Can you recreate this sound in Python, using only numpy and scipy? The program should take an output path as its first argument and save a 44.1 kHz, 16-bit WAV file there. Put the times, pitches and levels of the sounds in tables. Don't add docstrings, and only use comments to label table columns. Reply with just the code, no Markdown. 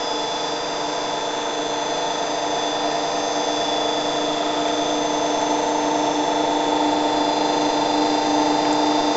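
import sys
import numpy as np
from scipy import signal
from scipy.fft import rfft, irfft, next_fast_len
from scipy.io import wavfile

SR = 44100
rng = np.random.default_rng(int(sys.argv[2]) if len(sys.argv) > 2 else 0)


def put_to_file(sound):
    columns = np.atleast_2d(sound).T
    safe = np.clip(columns, -1, 1)
    whole_steps = np.round(safe * 32767)
    wavfile.write(sys.argv[1], SR, whole_steps.astype(np.int16))


N = 403956

# (multiple of rotor speed, multiple of mains, dB at the start, rise dB)
MOTOR_TONES = [(0, 12, -39, 1), (42, 0, -50, -5), (52, 0, -47.5, -6), (55, 0, -62, 12), (73, 0, -53, 1), (80, 0, -54.5, 9),
               (84, 0, -56, 5), (94, 0, -64, 9), (107, 0, -61, 4), (109, 0, -62, 6), (112, -2, -59, 7), (112, 0, -58, 8),
               (133, 0, -54, -1), (137, 0, -55, 0), (140, -2, -55, 0), (147, 2, -55, 0), (148, 0, -58, 5),
               (154, 0, -59, 6), (168, -2, -57, -6), (168, 2, -59, -5), (189, 0, -65, 14), (196, 4, -57, 0),
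               (203, 0, -60, 0), (224, 2, -58, 1), (251, 0, -57, 1), (284, 0, -59, 2), (308, -2, -62, 2), (308, 0, -63, 6)]
# (multiple of rotor speed, dB)
SHAFT = [(6, -50.5), (7, -51.5), (11, -58), (16, -52.5), (17, -46.5), (18, -43), (25, -51.5), (27, -54.5), (30, -47.5), (44, -56.5)]
# (multiple of gear rate, dB)
GEAR = [(7, -51.5), (8, -51), (9, -63.5), (12, -53), (14, -48.5), (15, -33.5), (16, -35.5), (17, -45.5), (18, -55), (20, -36.5), (21, -41.5),
        (22, -34.5), (23, -39), (24, -47.5), (25, -46), (26, -45.5), (27, -45), (28, -39.5), (29, -48.5), (30, -44), (31, -49.5)]
# (Hz, dB)
DRIVE_TONES = [(489.5, -48.5), (657.2, -47), (706.7, -47), (850.5, -43)]
GEAR_WAVER_DB = 1.4
WHIRR_BUZZ, HISS_BUZZ = 0.42, 0.56
# (multiple of ball-pass rate, dB)
BEARING = [(2, -40), (3, -43)]
# (multiple of mains, dB)
HUM = [(2, -37.5), (6, -1.0)]
# (Hz, width Hz, dB)
CASING = [(299, 41, -0.5), (376, 76, -2.5), (457, 69, -6.5), (675.3, 65, 3.0), (741, 17, -6.5), (891.6, 77, 2), (1030.5, 27, -9.5)]
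# (Hz, dB per Hz)
FAN = [(200, -21.5), (600, -7.5), (1000, 0), (1130, 0), (1350, -1.5), (1600, -11), (3000, -32)]
HISS = [(3000, -24.5), (4600, -2.5), (5400, -0.5), (5850, -1.5), (6500, -2), (7500, 0.5), (7900, -23)]
# (Hz, width Hz, loudest at s, heard for s either side, dB)
HOUSING = [(1056, 70, 8.9, 1.3, -42), (1276, 220, 4.4, 0.72, -43), (1530, 200, 1.4, 1.9, -46.5), (1819, 110, 2.8, 1.3, -44.5),
           (2524, 110, 2.3, 2.2, -51), (2740, 130, 7.7, 1.2, -51), (3270, 90, 4.55, 0.44, -44.5)]
# (s, bright ring dB, dull crack dB)
TICKS = [(4.679, -31, -28), (5.413, -30, -31), (5.691, -31, -40), (8.651, -36, -24.5), (8.728, -22, -40)]
# (Hz, dB per Hz)
CRACK = [(900, -12), (1500, -2), (2100, 0), (2700, -5), (4000, -13), (7500, -22)]
# (Hz, dB, t60 s)
HEAD = [(2900, -12, .012), (5300, -13, .012), (6750, -12, .01), (7100, -2, .012), (7400, -3, .025)]
CUTOFF_HZ = 7650
TIME = np.arange(N) / SR
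SLOTS = 28
ROTOR_HZ, GEAR_HZ, MAINS_HZ, BEARING_HZ = 24.677, 30.99, 49.96, 147.05
# (Hz, dB per Hz)
RUMBLE = [(20, 0), (40, -11.5), (70, -12.5), (100, -8), (160, -2.5), (230, -4), (330, 4.5), (560, -3), (900, -20), (2000, -42)]
WHIRR = [(900, -12), (1500, 1.5), (1850, 2), (2150, -1), (2700, -0.5), (3000, -4), (3700, -1.5), (4100, -3.5), (4700, -10.5), (6500, -21.5)]
# (Hz where it radiates most, swell from s, swell until s, rise dB)
PANELS = [(180, -2, 5.5, 4), (320, 1.5, 8.2, 10), (450, -1.5, 7.5, 4.5), (640, -2, 4, 10), (865, 4.5, 5.5, 2.5)]
# (dB at the start, rise dB)
RUMBLE_LEVEL = (-40.5, 5)
WHIRR_LEVEL = (-37.5, 1.92)
HISS_LEVEL = (-43.5, 1.3)
# (s, dB)
HUM_LEVEL = [(0.0, -39.5), (3.0, -33.5), (6.2, -26.5), (9.14, -22.5)]
# (s, dB)
RUSH_LEVEL = [(0.3, -40.5), (2.27, -40.5), (4.64, -39), (5.44, -40), (9.05, -39.5)]
STANDING_DB, STANDING_PER_S = 2, 0.94
PATH_RAD_PER_KHZ, PATH_PER_S = 0.15, 0.3
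# (s, dB)
WHINE_1 = [(0.0, -39), (3.27, -31), (9.14, -37)]
WHINE_1_UPPER = [(0.0, -37.5), (1.43, -43), (2.2, -39), (2.78, -32.5), (3.8, -33.5), (4.57, -42),
                 (5.76, -34.5), (7.55, -29.5), (9.14, -29)]
WHINE_1_TOP = [(0.0, -46), (1.31, -38.5), (2.12, -35), (2.78, -46), (4.37, -43.5), (5.63, -31),
               (9.14, -30.5)]
WHINE_5_FLUTTER = [(0.0, -48), (2.45, -56), (2.7, -42), (3.05, -48), (3.35, -55), (3.59, -32.5), (4.12, -42.5), (4.65, -38.5),
                   (5.3, -44.5), (5.8, -53), (7.5, -46), (9.14, -50)]
WHINE_5_UPPER = [(0.0, -48), (1.1, -39.5), (2.29, -48.5), (2.65, -38.5), (3.92, -50.5), (4.9, -37.5),
                 (5.51, -60), (6.73, -43), (8.16, -37.5), (9.14, -45)]
WHINE_5_TOP = [(0.0, -50), (0.33, -42), (1.59, -47), (2.04, -42), (4.69, -41), (5.51, -44.5),
               (6.73, -42.5), (7.1, -46), (9.14, -36.5)]
WHINE_6 = [(0.0, -55), (0.33, -43), (0.65, -53), (1.92, -44.5), (2.45, -51.5), (2.86, -45), (3.8, -52),
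           (6.57, -48.0), (7.43, -39), (9.14, -42)]
WHINE_8_LOWER = [(0.0, -48), (0.49, -57), (0.94, -47), (1.59, -56), (3.76, -45.5), (3.88, -53),
                 (5.59, -53), (6.2, -46), (6.9, -58), (9.14, -58)]
WHINE_9_LOWER = [(0.0, -44), (2.08, -43), (2.24, -44), (3.39, -41.5), (4.12, -56), (6.04, -46.5),
                 (7.02, -54), (7.59, -51.5), (9.14, -50.5)]
WHINE_9_UPPER = [(0.0, -54), (1.5, -46), (2.35, -58), (3.3, -43), (4.2, -44.5), (4.7, -57), (5.8, -46), (6.7, -56.5), (9.14, -52)]
WHINE_5 = [(0.0, -34.5), (0.33, -33), (0.73, -43.5), (1.18, -35.5), (2.12, -35.5), (2.37, -41), (2.65, -32.5),
           (3.02, -41), (3.71, -31), (5.51, -39), (5.76, -45), (6.24, -37.0), (7.14, -36), (7.84, -41.5),
           (8.37, -56), (8.94, -41), (9.14, -44)]
WHINE_7 = [(0.0, -50), (0.41, -36), (1.14, -41.5), (1.39, -52), (1.8, -45), (2.29, -39.5), (3.88, -38.5),
           (4.49, -45), (4.73, -42), (6.86, -58), (7.22, -39.5), (9.14, -35)]
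WHINE_7_LOWER = [(0.0, -60), (1.9, -48), (3.3, -56), (5.0, -51), (6.3, -55), (6.9, -45), (7.6, -51.5), (9.14, -48)]
WHINE_8 = [(0.0, -45), (1.14, -47.5), (1.67, -63), (3.35, -47.5), (4.53, -48), (4.69, -54), (5.31, -46),
           (5.76, -59), (6.04, -43), (6.61, -59), (7.8, -49), (9.14, -44.5)]
WHINE_9 = [(0.0, -47), (0.45, -47), (0.61, -53.5), (1.14, -53), (1.92, -40.5), (2.69, -39), (2.78, -54),
           (3.27, -38.5), (3.8, -46), (4.49, -46), (4.82, -37.5), (5.96, -38.5), (7.02, -50), (7.63, -39.5),
           (7.88, -47.5), (8.41, -40), (8.65, -47), (9.14, -41.5)]
SLOT_HARMONICS = [(28, 0, 0, WHINE_1), (28, 2, 0, WHINE_1_UPPER), (28, 4, 0, WHINE_1_TOP), (140, 0, 0, WHINE_5),
                  (141, 0, 0, WHINE_5_FLUTTER), (140, 2, .27, WHINE_5_UPPER), (147, 0, .24, WHINE_5_TOP),
                  (168, 0, .1, WHINE_6), (196, 0, .14, WHINE_7), (224, 0, .15, WHINE_8), (224, -2, .15, WHINE_8_LOWER),
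                  (252, 0, .15, WHINE_9), (252, -2, .1, WHINE_9_LOWER), (252, 2, .1, WHINE_9_UPPER),
                  (196, -2, .1, WHINE_7_LOWER)]
# (multiple of rotor speed, multiple of mains, throb depth 0-1, dB before, change from s, change until s, change dB)
SIDE_TONES = [(28, -2, 0, -41.5, 1, 4, 4), (28, 6, 0, -38.5, 5, 7.5, -5), (29, 4, 0, -43, 3.5, 6.5, 10),
              (27, 4, 0, -39, 5, 7, 5.5), (139, 0, 0, -48.5, 3.5, 8, -6), (139, 2, 0, -55, 1, 3, 5), (142, 0, 0, -60, 1, 3, 4),
              (196, 2, .1, -52, 3, 8, -4)]
FLUTTER_DB, FLUTTER_PER_S = 0.84, 2.9


def from_db(db):
    return np.exp(np.asarray(db) * np.log(10) / 20)


def rms_one(x):
    return x / np.sqrt(np.mean(x ** 2) + 1e-20)


def in_time(rows):
    s, *columns = np.transpose(rows)
    return [np.interp(TIME, s, c) for c in columns]


def drift(rate):
    r = np.exp(-200 * np.pi * rate / SR)
    slow = signal.lfilter([1], [1, -2 * r, r * r], rng.standard_normal(N // 100 + 2002))[2000:]
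    return np.interp(np.arange(N) / 100, np.arange(len(slow)), rms_one(slow))


def turning(hz, wander, rate):
    return 2 * np.pi * hz * np.cumsum(1 + wander * drift(rate)) / SR


def tone(angle, fade_db, fade_rate):
    return rms_one(np.sin(angle + rng.uniform(0, 2 * np.pi)) * from_db(fade_db * drift(fade_rate)))


def orders(rows, hz, angle, panels, fade_db, fade_rate):
    return sum(from_db(db) * radiated(k * hz, panels) * tone(round(k) * angle, fade_db, fade_rate) for k, db in rows)




def coloured(x, spectrum):
    hz, db = np.transpose(spectrum)
    size = next_fast_len(N)
    bins = np.maximum(np.arange(size // 2 + 1) * SR / size, 1)
    gain = from_db(np.interp(np.log(bins), np.log(hz), db)) * (bins < SR / 5)
    return rms_one(irfft(rfft(x, size) * gain, size)[:N])


def resonate(x, hz, width):
    r = np.exp(-np.pi * width / SR)
    return signal.lfilter(np.array([1, 0, -1]) * (1 - r * r) / 2, [1, -2 * r * np.cos(2 * np.pi * hz / SR), r * r], x)


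def motor(rotor, mains):
    hum = from_db(in_time(HUM_LEVEL)[0]) * sum(from_db(db) * tone(round(m) * mains, fade_db=1.0, fade_rate=2.0) for m, db in HUM)
    steady = sum(approach(db, rise_db) * tone(k * rotor + m * mains, fade_db=0.9, fade_rate=0.94) for k, m, db, rise_db in MOTOR_TONES)
    return hum + steady


def whine(rotor, mains):
    offsets = rng.uniform(0, 2 * np.pi, size=10)

    def angle(k, m):
        return k * rotor + m * (mains + offsets[round(k / SLOTS)]) + PATH_RAD_PER_KHZ * k * ROTOR_HZ / 1000 * drift(PATH_PER_S)

    strong = sum(from_db(in_time(level)[0]) * slot_tone(angle(k, m), rotor, throb) for k, m, throb, level in SLOT_HARMONICS)
    sides = sum(from_db(db) * swell(start, end, change_db) * standing_waves(k * ROTOR_HZ) * slot_tone(angle(k, m), rotor, throb)
                for k, m, throb, db, start, end, change_db in SIDE_TONES)
    return strong + sides


def gearbox(rotor, panels):
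    gear = turning(GEAR_HZ, wander=0.00072, rate=3.29)
    balls = turning(BEARING_HZ, wander=0.00054, rate=1.1)
    drone = orders(GEAR, GEAR_HZ, gear, panels, fade_db=GEAR_WAVER_DB, fade_rate=3.4)
    drone += sum(from_db(db) * radiated(hz, panels) * tone(hz / GEAR_HZ * gear, GEAR_WAVER_DB, fade_rate=2) for hz, db in DRIVE_TONES)
    drone += orders(SHAFT, ROTOR_HZ, rotor, panels, fade_db=1.5, fade_rate=1.3)
    drone += orders(BEARING, BEARING_HZ, balls, panels, fade_db=3.0, fade_rate=3.4)
    since_tooth = gear / (2 * np.pi) % 1 / GEAR_HZ
    rattle = rng.standard_normal(N) * (0.22 + np.exp(-since_tooth / 0.0083))
    rattle *= from_db(0.47 * drift(25))
    casing = sum(from_db(db) * radiated(hz, panels) * rms_one(resonate(resonate(rattle, hz, width), hz, width))
                 for hz, width, db in CASING)
    return drone + from_db(-30.5) * rms_one(casing)


def fan(rotor):
    size = int(SR / ROTOR_HZ)
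    roughness = np.interp(rotor / (2 * np.pi) * size, np.arange(size), rng.standard_normal(size), period=size)
    pull = np.cos(4 * np.pi * MAINS_HZ * TIME)
    buzz = rms_one(roughness * (1 + 0.24 * pull))
    rumble = approach(*RUMBLE_LEVEL) * coloured(rng.standard_normal(N), RUMBLE)
    rush = from_db(in_time(RUSH_LEVEL)[0] + 2.5) * coloured(rng.standard_normal(N) + 0.39 * buzz, FAN)
    whirr = approach(*WHIRR_LEVEL) * coloured(rng.standard_normal(N) + WHIRR_BUZZ * buzz, WHIRR)
    hiss = approach(*HISS_LEVEL) * coloured(rng.standard_normal(N) * (1 + 0.1 * pull) + HISS_BUZZ * buzz, HISS)
    return rumble + rush + whirr + hiss + housing(buzz)


def ticks():
    clicks, cracks = np.zeros(N), np.zeros(N)
    for s, ring_db, crack_db in TICKS:
        clicks[round(s * SR)] = from_db(ring_db)
        cracks[round(s * SR)] = from_db(crack_db)
    dying = signal.lfilter([1], [1, -np.exp(-1 / (0.0076 * SR))], cracks + 1e-18)
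    out = dying * coloured(rng.standard_normal(N), CRACK)
    for hz, db, t60 in HEAD:
        r, w = from_db(-60 / (t60 * SR)), 2 * np.pi * hz / SR
        out = out + from_db(db) * signal.lfilter([0, np.sin(w)], [1, -2 * r * np.cos(w), r * r], clicks + 1e-18)
    return out


def radiated(hz, panels):
    shares = [np.interp(hz, [panel[0] for panel in PANELS], row) for row in np.eye(len(panels))]
    return np.dot(shares, panels)


def approach(start_db, rise_db):
    return from_db(start_db + rise_db * TIME / TIME[-1])


def swell(start, end, rise_db):
    return from_db(rise_db * np.clip((TIME - start) / (end - start), 0, 1))


def standing_waves(hz):
    return rms_one(from_db(STANDING_DB * hz / 1000 * drift(STANDING_PER_S)))




def slot_tone(angle, rotor, throb):
    return rms_one(np.sin(angle) * (1 + throb * np.cos(rotor)) * from_db(FLUTTER_DB * drift(FLUTTER_PER_S)))




def housing(buzz):
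    return sum(from_db(db) * np.exp(-((TIME - s) / reach) ** 2)
               * rms_one(resonate(resonate(rng.standard_normal(N) + WHIRR_BUZZ * buzz, hz, width), hz, width))
               for hz, width, s, reach, db in HOUSING)


def scene():
    rotor = turning(ROTOR_HZ, wander=0.000203, rate=0.77)
    mains = 2 * np.pi * MAINS_HZ * TIME
    panels = np.array([rms_one(swell(start, end, rise_db)) for _, start, end, rise_db in PANELS])
    drive = motor(rotor, mains) + whine(rotor, mains) + gearbox(rotor, panels) + fan(rotor)
    return (drive + ticks())[None]


def record(dry):
    return signal.sosfilt(signal.ellip(12, .1, 90, CUTOFF_HZ, fs=SR, output="sos"), dry)


dry = scene()
out = record(dry)
put_to_file(out)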